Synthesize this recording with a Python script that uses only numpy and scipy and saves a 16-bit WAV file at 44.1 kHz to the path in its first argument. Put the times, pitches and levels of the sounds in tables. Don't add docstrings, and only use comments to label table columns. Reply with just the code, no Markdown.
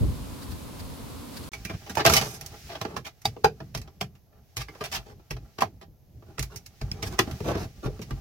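import sys
import numpy as np
from scipy import signal
from scipy.fft import rfft, irfft, next_fast_len
from scipy.io import wavfile
from scipy.ndimage import uniform_filter1d

SR = 44100
rng = np.random.default_rng(int(sys.argv[2]) if len(sys.argv) > 2 else 0)


def master(y):
    cut = np.clip(np.atleast_2d(y).T, -1, 1)
    pcm = np.round(cut * 32767)
    wavfile.write(sys.argv[1], SR, pcm.astype(np.int16))


N = 361752
TIME = np.arange(N) / SR
RING_SAMPLES = 16384


def undb(db):
    return 10 ** (np.asarray(db) / 20)


def unit(x):
    return x / np.sqrt(np.mean(x ** 2) + 1e-20)


def decay(t, t60):
    return np.exp(-np.log(1000) * t / t60)


def pan(db):
    return unit(undb(np.array([[db], [-db]]) / 2))


def colour(x, spectrum):
    hz, db = np.transpose(spectrum)
    size = next_fast_len(x.shape[-1])
    bins_hz = np.maximum(np.arange(size // 2 + 1) * SR / size, 1)
    gain = undb(np.interp(np.log(bins_hz), np.log(hz), db))
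    return unit(irfft(rfft(x, size) * gain, size)[..., :x.shape[-1]])


def stereo_noise(correlation, size=N):
    mid, side = rng.standard_normal((2, size))
    return unit(np.sqrt(1 + correlation) * mid + np.sqrt(1 - correlation) * side * np.array([[1], [-1]]))


def wander(rate_hz):
    hold = int(SR / rate_hz)
    steps = np.repeat(rng.standard_normal(N // hold + 1), hold)
    return unit(uniform_filter1d(steps, hold)[:N])


def slips(size, per_s, spread_db):
    slipping = rng.random(size) < per_s / SR
    strength = np.minimum(rng.exponential(size=size), 4)
    return slipping * rng.choice([-1, 1], size) * undb(spread_db * strength)


def add(out, start, sound):
    i = max(int(start * SR), 0)
    out[:, i:i + sound.shape[1]] += sound[:, :N - i]


# (frequency [Hz], level [dB])
OUTDOOR_SPECTRUM = [(18, -36), (30, -26), (85, -4), (202, -5), (270, 1), (332, -9.5), (479, -10),
                    (767, -16), (996, -12), (1720, -24), (4310, -22.5), (6050, -27), (11600, -26.5),
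                    (15500, -31.5)]
def outdoor_air():
    return colour(stereo_noise(0.19), OUTDOOR_SPECTRUM) * undb(-42 + .5 * wander(5.2))


# (frequency [Hz], level [dB])
SEAT_SPECTRUM = [(20, -22), (40, -4.5), (60, 1.5), (90, 0), (130, -4), (190, -8.5), (300, -17.5),
                 (600, -31), (1500, -66)]
# (time [s], level [dB])
BUMPS = [(0.004, -15), (.485, -39), (.8, -38)]
def seat_thuds():
    rise_s = 0.0068
    load = undb(-45)
    for start, db in BUMPS:
        age = np.maximum(TIME - start, 0)
        load = load + undb(db) * (1 - np.exp(-age / rise_s)) * decay(age, t60=0.46)
    return colour(stereo_noise(0.38), SEAT_SPECTRUM) * load * undb(2 * wander(22.8))


# (frequency [Hz], level [dB])
SHOE_SPECTRUM = [(700, -24), (1500, 2), (3000, -5.5), (4700, 3.5), (6500, -9), (15000, -8.5)]
# (time [s], level [dB])
SCUFFS = [(.43, -46), (.52, -43.5), (0.803, -43), (1.345, -49), (1.374, -39.5), (1.44, -49)]
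def scuffs():
    swells = sum(undb(db) * np.exp(-((TIME - centre) / 0.011) ** 2) for centre, db in SCUFFS)
    return swells * colour(stereo_noise(0.087), SHOE_SPECTRUM)


# (frequency [Hz], level [dB])
CABIN_SPECTRUM = [(25, -15), (55, -4), (125, 0.5), (220, -18), (750, -19), (1200, -33.5), (3000, -39),
                  (6300, -34.5), (8500, -50), (12000, -30), (16000, -34)]
def cabin_air():
    return colour(stereo_noise(.45), CABIN_SPECTRUM) * undb(-60.5)


# (frequency [Hz], level [dB])
BIN_MODES = [(125, -10), (260, -11), (380, -7), (429, -1), (660, 0), (803, 1), (1025, -9), (1179, -2),
             (1354, -5), (1585, -8), (1912, -10), (2310, -9), (3015, -13), (3190, -13), (4400, -9),
             (5500, -12)]
def bin_ring(spread_db, detune):
    hz, db = np.transpose(BIN_MODES)
    t = np.arange(RING_SAMPLES // 2) / SR
    t60 = 0.066 / np.sqrt(hz / 1000)
    strength, shift, lag = rng.standard_normal((3, len(hz)))
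    waves = np.exp(np.outer(2j * np.pi * hz * (1 + detune * shift) - np.log(1000) / t60, t))
    port_phase = np.exp(1j * np.outer([1, -1], lag * np.clip(hz / 2300, .3, 1.2)))
    ring = ((undb(db + spread_db * strength) * port_phase) @ waves).imag
    return np.pad(ring, ((0, 0), (0, RING_SAMPLES - len(t))))


# (time [s], weight on the seat [dB], hands and arms [dB])
MOVEMENT = [(1.52, -41, -51), (2.1, -52.5, -50.5), (2.4, -48, -51.5), (2.68, -46.5, -46.5), (3.1, -76, -67),
            (3.3, -50.5, -60.5), (3.7, -46, -63), (4.3, -60, -74.5), (4.9, -50.5, -51), (5.17, -51, -67.5),
            (5.56, -56.5, -62), (5.93, -54, -78), (6.42, -49.5, -61), (6.68, -56, -64.5),
            (6.85, -43.5, -56.5), (7.48, -38, -48), (7.7, -49, -57), (8.2, -49, -55)]
# (frequency [Hz], level [dB])
SKIN_SPECTRUM = [(120, -24), (280, -4.5), (420, 3.5), (540, -8), (720, 5), (950, -8.5), (1200, -3.5),
                 (1600, -9), (3000, -27)]
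# (frequency [Hz], level [dB])
SLEEVE_SPECTRUM = [(700, -31), (1600, -3.5), (2400, -2), (3500, -4.5), (5800, -1.5), (8500, -13),
                   (15000, -11)]
def fidgeting():
    times, weight_db, arms_db = np.transpose(MOVEMENT)
    weight_db = np.interp(TIME, times, weight_db)
    arms_db = np.interp(TIME, times, arms_db)
    seat = colour(stereo_noise(0.96), SEAT_SPECTRUM) * undb(weight_db - 2.8 + 5.2 * wander(22))
    ring = bin_ring(spread_db=1.5, detune=.003)
    creep = signal.fftconvolve(ring, slips(N, per_s=400, spread_db=3)[None], axes=1)[:, :N]
    skin = colour(stereo_noise(0.77), SKIN_SPECTRUM)
    fingers = unit(skin + 1.3 * unit(creep)) * undb(arms_db - 4.5 + 4.4 * wander(25))
    cloth = stereo_noise(.1) * (.7 * np.abs(slips(N, per_s=900, spread_db=6)) - 7)
    sleeves = colour(cloth, SLEEVE_SPECTRUM) * undb(arms_db - 3 + 0.63 * wander(21))
    return seat + fingers + sleeves


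# (low edge [Hz], high edge [Hz], cabin t60 [s], left-right correlation [0-1], left minus right [dB])
REGISTERS = [(69, 217.5, .27, 0.98, 1.5), (291.4, 503, 0.2, 0.88, 3.5), (576, 1610, .095, 0.2, -0.5),
             (1580, 5900, 0.11, 0, 0), (6280, 15000, 0.11, 0, -2.5)]
# (frequency [Hz], level [dB])
TRIM_SPECTRUM = [(40, 1), (85, 3.5), (135, 7), (220, -2.5), (430, 2.5), (520, -4.5), (650, 6), (1500, -1.5),
                 (2500, 1.5), (3600, -3.5), (5500, -5), (8000, -23), (15000, -21)]
def cabin_ring():
    t = np.arange(RING_SAMPLES) / SR
    rings = []
    for low_hz, _, t60, correlation, _ in REGISTERS:
        early = 1 + (0.8 + low_hz / 7000) * np.exp(-t / 0.0046)
        reflections = colour(stereo_noise(correlation, RING_SAMPLES), TRIM_SPECTRUM)
        rings.append(reflections * early * decay(t, t60))
    return rings


def contact(force, levels_db, span_s, modes_db):
    modes = undb(modes_db) * bin_ring(spread_db=2.2, detune=.005)
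    out = 0
    for (low_hz, high_hz, _, _, side_db), cabin, db in zip(REGISTERS, cabin_ring(), levels_db):
        band = signal.butter(3, [low_hz, high_hz], "band", fs=SR, output="sos")
        sound = signal.sosfilt(band, signal.fftconvolve(cabin + modes, force[None], axes=1))
        rms = np.sqrt(np.mean(sound[:, :int(span_s * SR)] ** 2))
        out = out + sound / rms * undb(db) * pan(side_db)
    return out


def brighten(db):
    return db * np.array([0, -1, 0, 1, 2])


def strike(start, length, levels_db):
    lead, size = int(0.0082 * SR), int(length * SR)
    blow = 0.19 * slips(size, per_s=1700, spread_db=2.5) * np.linspace(1, .5, size)
    blow[0] = 0.97
    graze = .05 * slips(lead, per_s=3500, spread_db=2.5) * np.linspace(0, 1, lead)
    sound = contact(np.concatenate([graze, blow]), levels_db, span_s=0.024 + lead / SR, modes_db=-7)
    return start - lead / SR, pan(-2.8 + rng.standard_normal()) * sound


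# (time [s], contact time [s], level [dB], brightness [dB per register])
CLICKS = [(1.533, 0.019, -43.5, 0.5), (1.864, 0.015, -46.5, -4), (1.953, .004, -46, 4),
          (2.063, .0024, -24.5, 3), (2.136, 0.015, -28.5, 5.5), (2.166, 0.0046, -34, 7.5),
          (2.213, 0.0089, -31, -2), (2.411, 0.0057, -54, 7), (2.462, 0.003, -64, 12.5),
          (2.85, 0.0048, -33.5, -9.5), (3.218, .004, -69.5, 8.5), (3.365, 0.0026, -47, -14.5),
          (3.774, 0.0076, -50.5, 4.5), (3.816, 0.0063, -58, 4.5), (3.876, .008, -52.5, -6.5),
          (4.153, 0.0091, -64.5, -1), (4.684, 0.015, -46, -6.5), (4.75, 0.01, -51.5, -6),
          (4.809, .017, -33.5, -7.5), (4.916, 0.014, -46.5, 2), (5.195, 0.0071, -61, -10),
          (5.366, 0.0037, -49, -5), (5.586, .0016, -36, -6), (5.813, 0.028, -49, -5.5),
          (6.224, .011, -57, -12), (6.382, 0.0015, -38, -5), (6.427, 0.0025, -48.5, 7),
          (6.56, 0.014, -60.5, 11), (6.662, 0.0041, -64, 9.5)]
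def clicks():
    out = np.zeros((2, N))
    balance_db = np.array([-9, -11, -2.5, -1, -4])
    for start, length, db, bright_db in CLICKS:
        add(out, *strike(start, length, db + balance_db + brighten(bright_db)))
    return out


# (time [s], pitch [Hz], t60 [s], peak [dB])
SNAPS = [(1.535, 2270, 0.1, -30.5), (1.654, 2380, 0.2, -40), (1.70, 2330, 0.062, -33),
         (2.968, 1110, 0.069, -29), (3.055, 3110, 0.066, -36), (3.2541, 752, 0.058, -15.5),
         (3.2552, 3640, 0.029, -16.5), (3.254, 4690, 0.048, -16), (3.445, 792, .07, -7),
         (3.445, 438, 0.15, -17), (4.011, 3270, 0.065, -25), (4.686, 2096, 0.081, -37),
         (5.621, 1020, 0.03, -11), (6.916, 5250, 0.016, -20)]
def snaps():
    out, t = np.zeros((2, N)), np.arange(RING_SAMPLES // 2) / SR
    for start, hz, t60, db in SNAPS:
        lag = rng.standard_normal((2, 2, 1)) * min(hz / 4000, 1.2)
        phase = 2 * np.pi * hz * t
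        tone = np.sin(phase + lag[0]) + .55 * np.sin(1.07 * phase + lag[1])
        size = int(t60 / 5 * SR) + 2
        force = .16 * slips(size, per_s=900, spread_db=3) * np.linspace(1, .3, size)
        force[0] = 1
        ring = signal.fftconvolve(tone * decay(t, t60), force[None], axes=1)
        add(out, start, pan(-2.9) * undb(db) * ring / np.abs(ring).max())
    return out


# (time [s], contact time [s], level [dB], brightness [dB per register], hollow shell ring [dB])
KNOCKS = [(1.651, 0.0034, -42, 2.5, -22), (1.697, .02, -41, -4, 1.5), (1.896, 0.022, -45, 3, 0),
          (1.971, 0.018, -30.5, -2.5, 6.5), (2.052, 0.002, -21, -2, 2), (2.098, 0.0024, -37.5, 6.5, 12.5),
          (2.814, 0.0039, -37.5, -0.5, 2.5), (2.965, 0.01, -39, -0.8, 4.5), (3.254, 0.0064, -34.5, 2, 0.5),
          (3.4441, .0045, -22.5, -4, 6.5), (3.603, 0.0073, -46.5, -7.5, 2.5), (3.749, .003, -38.5, 1, 0),
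          (4.011, 0.0068, -34.5, -0.5, 1.5), (4.568, 0.012, -39, 3.5, -5.5),
          (5.308, 0.0091, -38.5, 0.5, -2.5), (5.621, .0012, -33, -2, 12), (6.394, 0.0029, -41.5, 5, -19),
          (6.814, 0.0055, -43, -3, -1), (6.915, 0.0034, -49, 3, -8), (7.027, 0.012, -34, -1, -4.5),
          (7.19, 0.0058, -20, -1.6, -2), (7.312, 0.0059, -47.5, 0.5, -5), (8.017, 0.022, -51, 3.5, -1.5),
          (8.108, 0.0039, -43, -4, 1)]
def knocks():
    out = np.zeros((2, N))
    middling_db, thump_growth = -37.5, 0.41
    for start, length, db, bright_db, hollow_db in KNOCKS:
        thump_db = middling_db + thump_growth * (db - middling_db)
        upper_db = db + np.array([-6, -1 + hollow_db, -0.5, -4.5])
        add(out, *strike(start, length, np.append(thump_db, upper_db) + brighten(bright_db)))
    return out


def slide(length, levels_db):
    size = int(length * SR)
    grip = np.interp(np.arange(size) / SR, np.arange(60) * .005, rng.standard_normal(60))
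    friction = slips(size, per_s=1100, spread_db=3.5) + 0.16 * rng.standard_normal(size)
    force = friction * undb(2.9 * grip) * signal.windows.tukey(size, .45)
    return pan(-1.3) * contact(force, levels_db, span_s=size / SR + 0.0017, modes_db=-7.5)


# (time [s], length [s], level [dB], brightness [dB per register])
SCRAPES = [(1.73, 0.024, -46.5, -2), (1.987, 0.037, -24.5, -6), (2.055, 0.028, -14.5, -4),
           (2.143, 0.045, -24.5, 4), (2.68, 0.1, -39, -4.5), (3.041, .043, -42.5, 2),
           (4.311, 0.082, -65, -11.5), (4.586, 0.039, -40.5, 3), (4.834, 0.031, -38, 2.5),
           (4.914, 0.065, -36.5, 4.5), (5.604, 0.014, -33.5, 3), (6.95, 0.093, -57, -15),
           (7.46, 0.14, -38.5, -8)]
def scrapes():
    out = np.zeros((2, N))
    balance_db = np.array([-15.5, -15, -3, -2, -10])
    for start, length, db, bright_db in SCRAPES:
        add(out, start, slide(length, db + balance_db + brighten(bright_db)))
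    return out


# (time [s], length [s], level [dB], brightness [dB per register])
RUBS = [(2.082, 0.057, -29, 3.5), (2.17, .12, -40, 4), (2.256, .13, -52, 7), (2.82, 0.15, -49.5, -3.5),
        (5.046, 0.089, -55, -1), (6.255, 0.078, -60.5, -4), (6.493, 0.071, -53.5, -1),
        (6.929, 0.08, -54.5, -3), (7.039, 0.054, -45.5, 4), (7.1, 0.062, -46, -0.5),
        (7.433, 0.1, -34.5, -3), (7.553, .11, -43.5, 0.5), (7.821, 0.057, -40.5, -3.5)]
def rubs():
    out = np.zeros((2, N))
    balance_db = np.array([1, 0.5, -1.35, -6.5, -8])
    for start, length, db, bright_db in RUBS:
        add(out, start, slide(length, db + balance_db + brighten(bright_db)))
    return out


# (frequency [Hz], level [dB], t60 [s])
ROOF_MODES = [(52.7, -2, 0.32), (93.1, -10, 0.27), (126.5, -2, .2)]
# (time [s], level [dB])
PUSHES = [(2.159, -34), (3.25, -41), (3.749, -36), (4.587, -34), (4.975, -40), (5.321, -32), (6.391, -26.5),
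          (6.82, -25.5), (7.849, -28), (8.115, -26.5)]
def roof_booms():
    out, t = np.zeros((2, N)), np.arange(RING_SAMPLES) / SR
    for start, db in PUSHES:
        for hz, mode_db, t60 in ROOF_MODES:
            swing = (1 - np.exp(-t / 0.0086)) * decay(t, t60)
            lag = .5 * rng.standard_normal((2, 1))
            detune = 1 + 0.055 * rng.standard_normal()
            tone = np.sin(2 * np.pi * hz * detune * t + lag)
            add(out, start, undb(db + mode_db) * swing / swing.max() * tone)
    return out


# (time [s], level [dB])
PATS = [(7.273, -38), (7.404, -35.5), (7.552, -31.5), (7.859, -34), (7.992, -42.5)]
def pats():
    out = np.zeros((2, N))
    contact_s, balance_db = .007, np.array([2, -0.5, -11.5, -16, -24])
    for start, db in PATS:
        add(out, *strike(start, contact_s, db + balance_db))
    return out


def scene():
    door_until_s, cabin_from_s = 1.49, 1.518
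    hands = knocks() + clicks() + pats() + snaps() + scrapes() + rubs() + roof_booms()
    at_door = pan(-0.4) * (outdoor_air() + seat_thuds() + scuffs())
    in_cabin = pan(-1.2) * (fidgeting() + cabin_air())
    return at_door * (TIME < door_until_s) + in_cabin * (TIME > cabin_from_s) + hands


def record(dry):
    ceiling, top_hz = .9, 15950
    rounded = ceiling * np.tanh(dry / ceiling)
    return signal.sosfilt(signal.ellip(10, .2, 80, top_hz, fs=SR, output="sos"), rounded)


dry = scene()
out = record(dry)
master(out)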